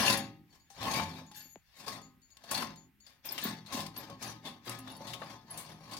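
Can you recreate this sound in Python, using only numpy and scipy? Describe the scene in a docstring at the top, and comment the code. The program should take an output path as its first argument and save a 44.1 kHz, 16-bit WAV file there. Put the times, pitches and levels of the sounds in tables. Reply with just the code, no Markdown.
"""In a garage, close to a two-port microphone, a hand rocks and spins a bare iron hub on a ruined bearing.
Pitted rollers rumble and grind grit, forcing the modes of the iron, and catch with crunches and squeaks.
Loose rollers tick the flange, which rings thinly; a slow drag makes it sing and a fingertip snaps on it.
Play in the bearing is taken up with knocks, and the bracket sways with low notes under a push."""
import sys
import numpy as np
from scipy import signal
from scipy.fft import rfft, irfft, next_fast_len
from scipy.io import wavfile
from scipy.ndimage import uniform_filter1d

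SR = 44100
rng = np.random.default_rng(int(sys.argv[2]) if len(sys.argv) > 2 else 0)


def wav_record(signal):
    """Record a signal, one row per channel, as 16-bit PCM in the file named by sys.argv[1]."""
    frames = np.transpose(np.atleast_2d(signal))
    bounded = np.clip(frames, -1, 1)
    # unit amplitude maps onto the largest positive 16-bit level
    quanta = np.round(bounded * 32767).astype(np.int16)
    wavfile.write(sys.argv[1], SR, quanta)


N = 264452
T = np.arange(N) / SR


def gain_of(db):
    return 10 ** (np.asarray(db) / 20)


def unit_rms(x):
    return x / np.sqrt(np.mean(x ** 2) + 1e-20)


def curve_at(points, hz):
    point_hz, value = np.transpose(points)
    return np.interp(np.log(hz + 1), np.log(point_hz + 1), value)


def add(mix, start_s, sound):
    part = mix[:, round(start_s * SR):][:, :sound.shape[1]]
    part += sound[:, :part.shape[1]]


def resonate(x, hz, width_hz):
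    """Damped resonance: one mode with a peak gain near 1."""
    radius = np.exp(-np.pi * width_hz / SR)
    pole = radius * np.exp(2j * np.pi * min(hz, 16000) / SR)
    return 2 * signal.lfilter([1 - radius], [1, -pole], x).real


def coloured(x, gain):
    """Linear filtering: the spectrum is multiplied by gain(hz)."""
    size = next_fast_len(N + SR)
    return irfft(rfft(x, size) * gain(np.fft.rfftfreq(size, 1 / SR)), size)[..., :N]


def stroke_level_db(t, offset_db, bright_share, fade_db_per_s, steepness):
    """Incoherent addition: hand strokes run up, hold and die away, and their powers sum."""
    # full_speed_s, hold_s, level_db, brightness_db, rise_db_per_s (at steepness 1)
    strokes = [(0.0, 0.12, -30, 2, 295), (0.541, 0.014, -69, -1, 211), (0.78, 0.086, -54.5, -6.5, 1200),
               (0.853, 0.15, -38, -1.5, 304), (1.102, 0.1, -54, -1.5, 181),
               (1.358, 0.059, -59.5, 11.5, 599), (1.805, 0.089, -55.5, 2, 222),
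               (1.878, 0.078, -49.5, -2.5, 485), (2.469, 0.01, -60, -1, 149),
               (2.519, 0.11, -42.5, -1, 600.5), (3.078, 0.048, -66.5, 2.5, 407.5),
               (3.253, 0.11, -50, 2, 1500), (3.445, 0.028, -39, 2, 350), (3.74, 0.054, -43.5, -3.5, 326),
               (3.969, 0.067, -51.5, -3, 612), (4.1, 0.0093, -56.5, -5.5, 902),
               (4.22, 0.061, -46.5, -0.5, 885), (4.45, 0.032, -49.5, -2.5, 1190),
               (4.676, 0.043, -43.5, 1, 788.5), (4.884, 0.05, -53.5, -4, 297.5),
               (5.011, 0.14, -53.5, -6, 905), (5.23, 0.1, -53.5, -3.5, 291), (5.516, 0.093, -53.5, -4, 380),
               (5.714, 0.0033, -56, -5, 170), (5.82, 0.076, -61.5, -6, 213),
               (5.928, 0.0059, -51.5, -4.5, 262)]
    full_s, hold_s, level_db, bright_db, rise = np.transpose(strokes)[..., None]
    run_up_db = steepness * rise * np.maximum(full_s - t, 0)
    fade_db = fade_db_per_s * np.maximum(t - full_s - hold_s, 0)
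    db = level_db + offset_db + bright_share * bright_db - run_up_db - fade_db
    return 10 * np.log10(np.sum(gain_of(2 * db), axis=0) + 1e-12)


def rolling(grains_per_s=16000, spread_db=1.3, clump_db=1.5, patchy_db=4,
            slips_per_s=45, slip_s=0.027, slip_size=0.41):
    """Shot noise: uneven grit is crushed in clumps at two sides of the race."""
    # Spectral shape of the grinding: frequency_hz, density_db
    spectrum = [(25, -29.5), (60, -22), (102, 7), (206, -2), (400, -3), (600, 9), (863, 7), (1100, 6.5),
                (1330, -4.5), (2300, -10), (2910, -14), (4490, -8.5), (8590, -17.5), (14400, -18.5),
                (16000, -24.5)]
    # Thud, growl, rumble, grinding, dry hiss: offset_db, bright_share, fade_db_per_s, steepness
    layers = [(-17.5, -2, 76.5, 0.65), (-9, -0.79, 81.5, 1.27), (-7, -0.83, 173.5, 0.91),
              (-3.5, 0.33, 196.5, 0.72), (-12.5, 0.67, 266, 0.9)]
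    sizes = gain_of(spread_db * np.minimum(rng.exponential(1, N), 5))
    sizes *= rng.random(N) < grains_per_s / SR
    clumps = unit_rms(uniform_filter1d(uniform_filter1d(rng.standard_normal(N), 300), 300))
    grains = sizes * gain_of(clump_db * clumps) * rng.standard_normal((2, N))
    hz, t, frames = signal.stft(unit_rms(grains), SR, nperseg=512, noverlap=384)
    shape_db = curve_at(spectrum, hz)
    layer_index = np.interp(hz, [90, 170, 350, 520, 1200, 1600, 6000, 8000], [0, 1, 1, 2, 2, 3, 3, 4])
    level_db = np.zeros(frames.shape[1:])
    for k, layer in enumerate(layers):
        share = np.clip(1 - abs(layer_index - k), 0, 1)
        band_db = 10 * np.log10(np.mean((share > .5) * gain_of(2 * shape_db)))
        level_db += share[:, None] * (stroke_level_db(t, *layer) - band_db)
    # Small slips crackle in the treble.
    kicks = rng.exponential(slip_size, len(t)) * (rng.random(len(t)) < slips_per_s * t[1])
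    slips = signal.lfilter([1], [1, -np.exp(-t[1] / slip_s)], kicks)
    level_db += np.clip(hz / 7000, 0, 1)[:, None] * 20 * np.log10(unit_rms(1 + slips))
    # The contact patch wanders, so its colour drifts.
    drift = uniform_filter1d(rng.standard_normal(level_db.T.shape), size=16, axis=0)
    patches = unit_rms(uniform_filter1d(drift, size=2, axis=1)).T
    level_db += patchy_db * np.clip(hz / 2500, .2, 1)[:, None] * patches
    frames = frames * gain_of(shape_db[:, None] + level_db)
    return signal.istft(frames, SR, nperseg=512, noverlap=384)[1][:, :N]


def hub(force, wander_db=2.5, speed_share=.3):
    """Forced vibration: iron modes ring over the contact noise, fed unevenly as the load moves round."""
    # Modes of hub, knuckle and bracket: pitch_hz
    pitches = [115, 161, 207, 255, 305, 551, 718, 789, 881, 1026, 1091, 1251, 1717, 2731, 3074, 3496, 3780,
               4489, 8150, 9300, 10833, 14100]
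    # Resonance at each pitch: width_hz, gain_db
    modes = [(5, 8.5), (3.47, 11), (8, 7), (10, 10), (3, 7), (7, 6), (6, 7.5), (5, 10.5), (5, 14.5), (8, 8),
             (12.1, 13.5), (4.506, 13), (14, 5), (15.9, 8.5), (17.9, 4), (26.4, 9.5), (24, 4), (17.9, 5.5),
             (49.1, 5.5), (39.7, 6), (44.4, 17.5), (200, 5.5)]
    steps_s = np.arange(0, 6.2, .11)
    speed_db = speed_share * np.clip(stroke_level_db(steps_s, 45, 0, 170, 0.93), -20, 10)
    feeds = rng.standard_normal((len(modes), len(steps_s)))
    out = force.copy()
    for hz, (width_hz, db), feed in zip(pitches, modes, feeds):
        feed_db = wander_db * feed + (hz > 9000) * speed_db  # fast strokes wake the highest modes
        out += resonate(force * gain_of(db + np.interp(T, steps_s, feed_db)), hz, width_hz)
    return out


def room_noise(level_db=-67):
    """Noise floor: garage air and microphone hiss, partly correlated between the channels."""
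    # frequency_hz, density_db
    spectrum = [(25, 18), (90, 9.5), (400, -26.5), (2000, -6.5), (5000, -22.5), (9000, -24.5),
                (12500, -15.5), (16000, -17)]
    common, separate = rng.standard_normal((2, N))
    noise = np.array([common, 0.36 * common + separate])
    return gain_of(level_db) * unit_rms(coloured(noise, lambda hz: gain_of(curve_at(spectrum, hz))))


def catches(trim_db=-10, scrape_q=10, crack_q=1.5, widest_hz=800, rise_s=.0016):
    """Stick-slip friction: a roller catching in a pit gives a pitched scrape inside a wide crack."""
    # start_s, level_db, pitch_hz, t60_s, crack_over_scrape_db
    events = [(0.077, -12.5, 2740, 0.064, -12.5), (0.172, -34.5, 11040, 0.077, 8.5),
              (0.7001, -51, 6070, 0.2, 3.5), (0.78, -56, 3640, 0.035, 10), (0.828, -37, 3600, 0.058, 9.5),
              (0.945, -27.5, 2320, 0.32, -6), (0.9358, -40, 4270, 0.056, 16),
              (1.314, -57.5, 4340, 0.044, 17), (1.8792, -31, 4960, 0.096, -1),
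              (2.369, -54.5, 3980, 0.022, 19.5), (2.436, -51, 4300, 0.098, 7.5),
              (2.5105, -36.5, 7800, 0.081, 16.5), (2.5436, -24.5, 4400, 0.15, -2),
              (2.5754, -24.5, 4350, 0.049, 0.5), (2.6202, -34.5, 5270, 0.035, 4),
              (3.0642, -42.5, 4710, 0.081, -3), (3.2533, -32, 14000, 0.11, -1.5),
              (3.289, -20.5, 5070, 0.034, -26), (3.322, -19, 13400, 0.038, -23),
              (3.3781, -31, 3080, 0.1, 6), (3.414, -43, 7000, 0.048, 9), (3.4371, -19, 14800, 0.064, -19),
              (3.6603, -42, 4200, 0.14, -2), (3.7223, -44, 4830, 0.53, 10.5),
              (3.803, -45, 3830, 0.14, 13.5), (3.863, -39.5, 4300, 0.042, 10.5),
              (3.963, -34, 4730, 0.035, 1.5), (3.976, -26.5, 12400, 0.079, -31),
              (4.099, -41.5, 4700, 0.025, 6.5), (4.2246, -30, 6200, 0.085, 0.5),
              (4.451, -42.5, 3710, 0.22, 5), (4.651, -60, 11000, 0.5, 11), (4.6944, -39, 9400, 0.018, 21.5),
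              (4.787, -48.5, 10600, 0.055, 14), (4.8755, -45, 3740, 0.051, 5),
              (4.916, -46, 10600, 0.053, -8), (4.964, -54, 10600, 0.049, 12),
              (5.0687, -44.5, 3840, 0.79, 7.5), (5.1334, -44.5, 3200, 0.06, 18),
              (5.5041, -36, 10530, 0.15, -13), (5.573, -38, 9000, 0.22, 5), (5.9118, -48, 4530, 0.22, 9),
              (5.9328, -35, 4640, 0.066, 1.5), (5.9661, -37.5, 4800, 0.14, 0.5)]
    out, t = np.zeros((2, N)), np.arange(8000) / SR
    for start_s, db, hz, t60, crack_db in events:
        scrape_noise, crack_noise = rng.standard_normal((2, 2, len(t)))
        envelope = (1 - np.exp(-t / rise_s)) * gain_of(db + trim_db - 60 * t / min(t60, .4))
        width_hz = min(hz / scrape_q, widest_hz)
        scrape = unit_rms(resonate(resonate(scrape_noise, hz, width_hz), hz, width_hz))
        crack = unit_rms(resonate(crack_noise, hz, hz / crack_q))
        add(out, start_s, envelope * (scrape + gain_of(crack_db) * crack))
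    return out


def flange(force, shake_db=-14, rub_db=4, click_db=30, drag_db=10, rub_rise_s=0.00067, rub_s=0.029):
    """Lightly damped resonance: ticks rub the flange briefly, a drag for longer; grinding shakes it."""
    # Loose rollers ticking the flange: start_s, level_db
    ticks = [(0.19, -38.5), (0.503, -52.5), (0.597, -51.5), (0.755, -45), (1.263, -46.5), (2.016, -43.5),
             (2.2173, -50), (2.3033, -46.5), (2.7593, -42), (3.002, -47)]
    # The slow drag that keeps it singing: time_s, level_db
    drag_curve = [(1.345, -69), (1.365, -47), (1.435, -53.5), (1.465, -60), (1.532, -51)]
    # Flange modes: pitch_hz, ticked_db, dragged_db, ring_s (time to fall about 80 dB)
    modes = [(4484, -6, -20, 0.09), (6790, -3, -3, 0.25), (12570, -19, 2, 0.12)]
    out, rubs, t = np.zeros((2, N)), np.zeros((2, N)), np.arange(SR // 8) / SR
    rub_envelope = (1 - np.exp(-t / rub_rise_s)) * np.exp(-t / rub_s)
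    for start_s, db in ticks:
        rub_noise, click_noise = rng.standard_normal((2, 2, len(t)))
        add(rubs, start_s, gain_of(db + rub_db) * rub_envelope * rub_noise)
        click = unit_rms(resonate(click_noise, hz=6500, width_hz=6000))
        add(out, start_s, gain_of(2 * db + click_db - 60 * t / .03) * click)
    time_s, level_db = np.transpose(drag_curve)
    drag = rng.standard_normal((2, N)) * gain_of(drag_db + np.interp(T, time_s, level_db))
    drag *= (T > time_s[0]) & (T < time_s[-1])
    for hz, ticked_db, dragged_db, ring_s in modes:
        drive = gain_of(ticked_db) * (rubs + gain_of(shake_db) * force) + gain_of(dragged_db) * drag
        out += resonate(drive, hz, 3 / ring_s) * np.sqrt(SR * ring_s / 20) / 4
    return out


def knocks(ring_db=-6, blow_db=-3, blow_t60_s=0.047, rise_s=.001):
    """Impact and free decay: play closes with a blow of steel on steel, and the struck part rings."""
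    # start_s, level_db, pitch_hz, t60_s
    events = [(0.702, -54.5, 792, 0.67), (0.867, -35.5, 1076, 0.26), (0.996, -28, 882, 0.22),
              (1.215, -51, 544, 0.13), (1.313, -54, 842, 0.5), (1.876, -41, 1096, 0.22),
              (1.871, -42.5, 440, 0.15), (2.439, -52, 680, 0.15), (2.514, -36.5, 1096, 0.18),
              (2.624, -31.5, 1083, 0.16), (2.621, -36.5, 230, 0.28), (3.722, -43, 1066, 0.6),
              (4.095, -41.5, 560, 0.17), (4.873, -43, 1110, 0.029), (5.004, -46, 565, 0.38),
              (5.218, -37, 1136, 0.15), (1.404, -50.5, 4490, 0.34), (1.454, -53.5, 255, 0.088),
              (4.226, -48, 1245, 0.46), (4.678, -47, 1250, 0.78), (3.451, -34, 229, 0.23),
              (3.746, -37, 223.4, 0.27), (4.452, -45, 237.6, 0.57), (4.669, -43.5, 357, 0.37),
              (5.006, -46.5, 240, 0.11), (5.216, -38, 673, 0.07), (5.448, -51.5, 230, 0.2)]
    out, t = np.zeros((2, N)), np.arange(12000) / SR
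    for start_s, db, hz, t60 in events:
        noise = rng.standard_normal((2, len(t)))
        band = unit_rms(resonate(resonate(noise, hz, width_hz=hz), hz, width_hz=hz))
        blow = band * gain_of(blow_db - 60 * t / blow_t60_s)
        ring = np.sin(2 * np.pi * hz * t) * gain_of(ring_db - 60 * t / min(t60, .6)) * [[1], [.3]]
        add(out, start_s, (1 - np.exp(-t / rise_s)) * gain_of(db) * (blow + ring))
    return out


def bracket_sways(rise_s=0.011, t60_s=0.59):
    """Damped oscillation: the pushed bracket gives a low note that swells and dies."""
    # start_s, level_db, pitch_hz
    pushes = [(0.85, -42.5, 76), (0.991, -40, 160.8), (1.01, -38.5, 89.4), (3.445, -40, 202),
              (4.226, -42, 115.2), (4.681, -40, 115.5), (5.079, -43.5, 122.1)]
    out, t = np.zeros((2, N)), np.arange(SR // 2) / SR
    for start_s, db, hz in pushes:
        envelope = (1 - np.exp(-t / rise_s)) * gain_of(db - 60 * t / t60_s)
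        add(out, start_s, envelope * np.sin(2 * np.pi * hz * t) * [[1], [0]])  # near side only
    return out


def finger_snap(click_db=9, click_s=.00009, flick_t60_s=0.05):
    """Impact transient: a fingertip on the flange gives a dry click and a dull flick falling in pitch."""
    # start_s, level_db
    snaps = [(1.5578, -41)]
    start_s, db = snaps[0]
    out, t = np.zeros((2, N)), np.arange(1600) / SR
    flick_hz = 170 + 900 * np.exp(-t / 0.0035)
    envelope = np.minimum(t / .001, 1) * gain_of(db - 60 * t / flick_t60_s)
    flick = envelope * np.sin(2 * np.pi * np.cumsum(flick_hz) / SR)
    click = gain_of(db + click_db) * np.sin(t / click_s) * np.exp(-.5 * t / click_s)
    add(out, start_s, (flick + click) * [[1], [0]])
    return out


def garage_echoes():
    """Reverberation: sparse reflections of random sign die away by band, scaled to unit energy."""
    # frequency_hz, t60_s
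    decay = [(100, 0.064), (500, 0.031), (2000, 0.41), (10000, 0.22)]
    taps = rng.choice([-1., 1.], (2, SR // 2)) * (rng.random((2, SR // 2)) < .06)
    taps[:, :200] = 0  # gap before the first reflection
    hz, t, frames = signal.stft(taps, SR, nperseg=128)
    tail = signal.istft(frames * gain_of(-60 * t / curve_at(decay, hz)[:, None]), SR, nperseg=128)[1]
    return tail / np.linalg.norm(tail, axis=1, keepdims=True)


def microphone_ports(sides, wet_db=-12):
    """Partial coherence: the left port faces the hub's near side; the right hears it late, with the far."""
    # Near side's amplitude in the right port: frequency_hz, share
    coherence = [(30, 0.88), (100, 0.99), (300, 0.91), (1000, 0.68), (4000, 0.15), (15000, 0.22)]
    # Phase lead of the left port: frequency_hz, lead_rad
    lead = [(0, 0), (2150, 1.3), (2930, 1.4), (3450, 7.9), (4650, 15.1), (5170, 15.1), (9300, 13.8),
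            (10200, 19.3), (15800, 18.7)]
    # Level difference of the ports: frequency_hz, left_minus_right_db
    balance = [(60, 2.5), (150, 1.5), (380, -0.5), (950, 2), (2380, 11), (5980, 7.5), (15000, 4.5)]
    near, far = sides + gain_of(wet_db) * signal.fftconvolve(sides, garage_echoes(), axes=1)[:, :N]
    delay = lambda hz: np.exp(-1j * np.interp(hz, *np.transpose(lead)))
    right = coloured(near, lambda hz: curve_at(coherence, hz) * delay(hz))
    right += coloured(far, lambda hz: np.sqrt(1 - curve_at(coherence, hz) ** 2))
    return coloured(np.array([near, right]), lambda hz: gain_of(np.outer([.5, -.5], curve_at(balance, hz))))


def scene():
    """Superposition: contact forces drive hub and flange, and all sources sum at the microphone."""
    force, blows = rolling() + catches(), knocks()
    iron = hub(force + gain_of(-11.5) * blows)
    sides = iron + blows + bracket_sways() + flange(force) + finger_snap()
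    return microphone_ports(sides) + room_noise()


def record(dry, low_hz=60, high_hz=15950):
    """Band limiting: the deepest bass and the highest treble are filtered out."""
    thin = signal.lfilter(*signal.butter(2, low_hz, "high", fs=SR), dry)
    lowpass = signal.firwin(1023, high_hz, window=("kaiser", 9), fs=SR)
    return signal.oaconvolve(thin, lowpass[None], "same")


dry = scene()
out = record(dry)
wav_record(out)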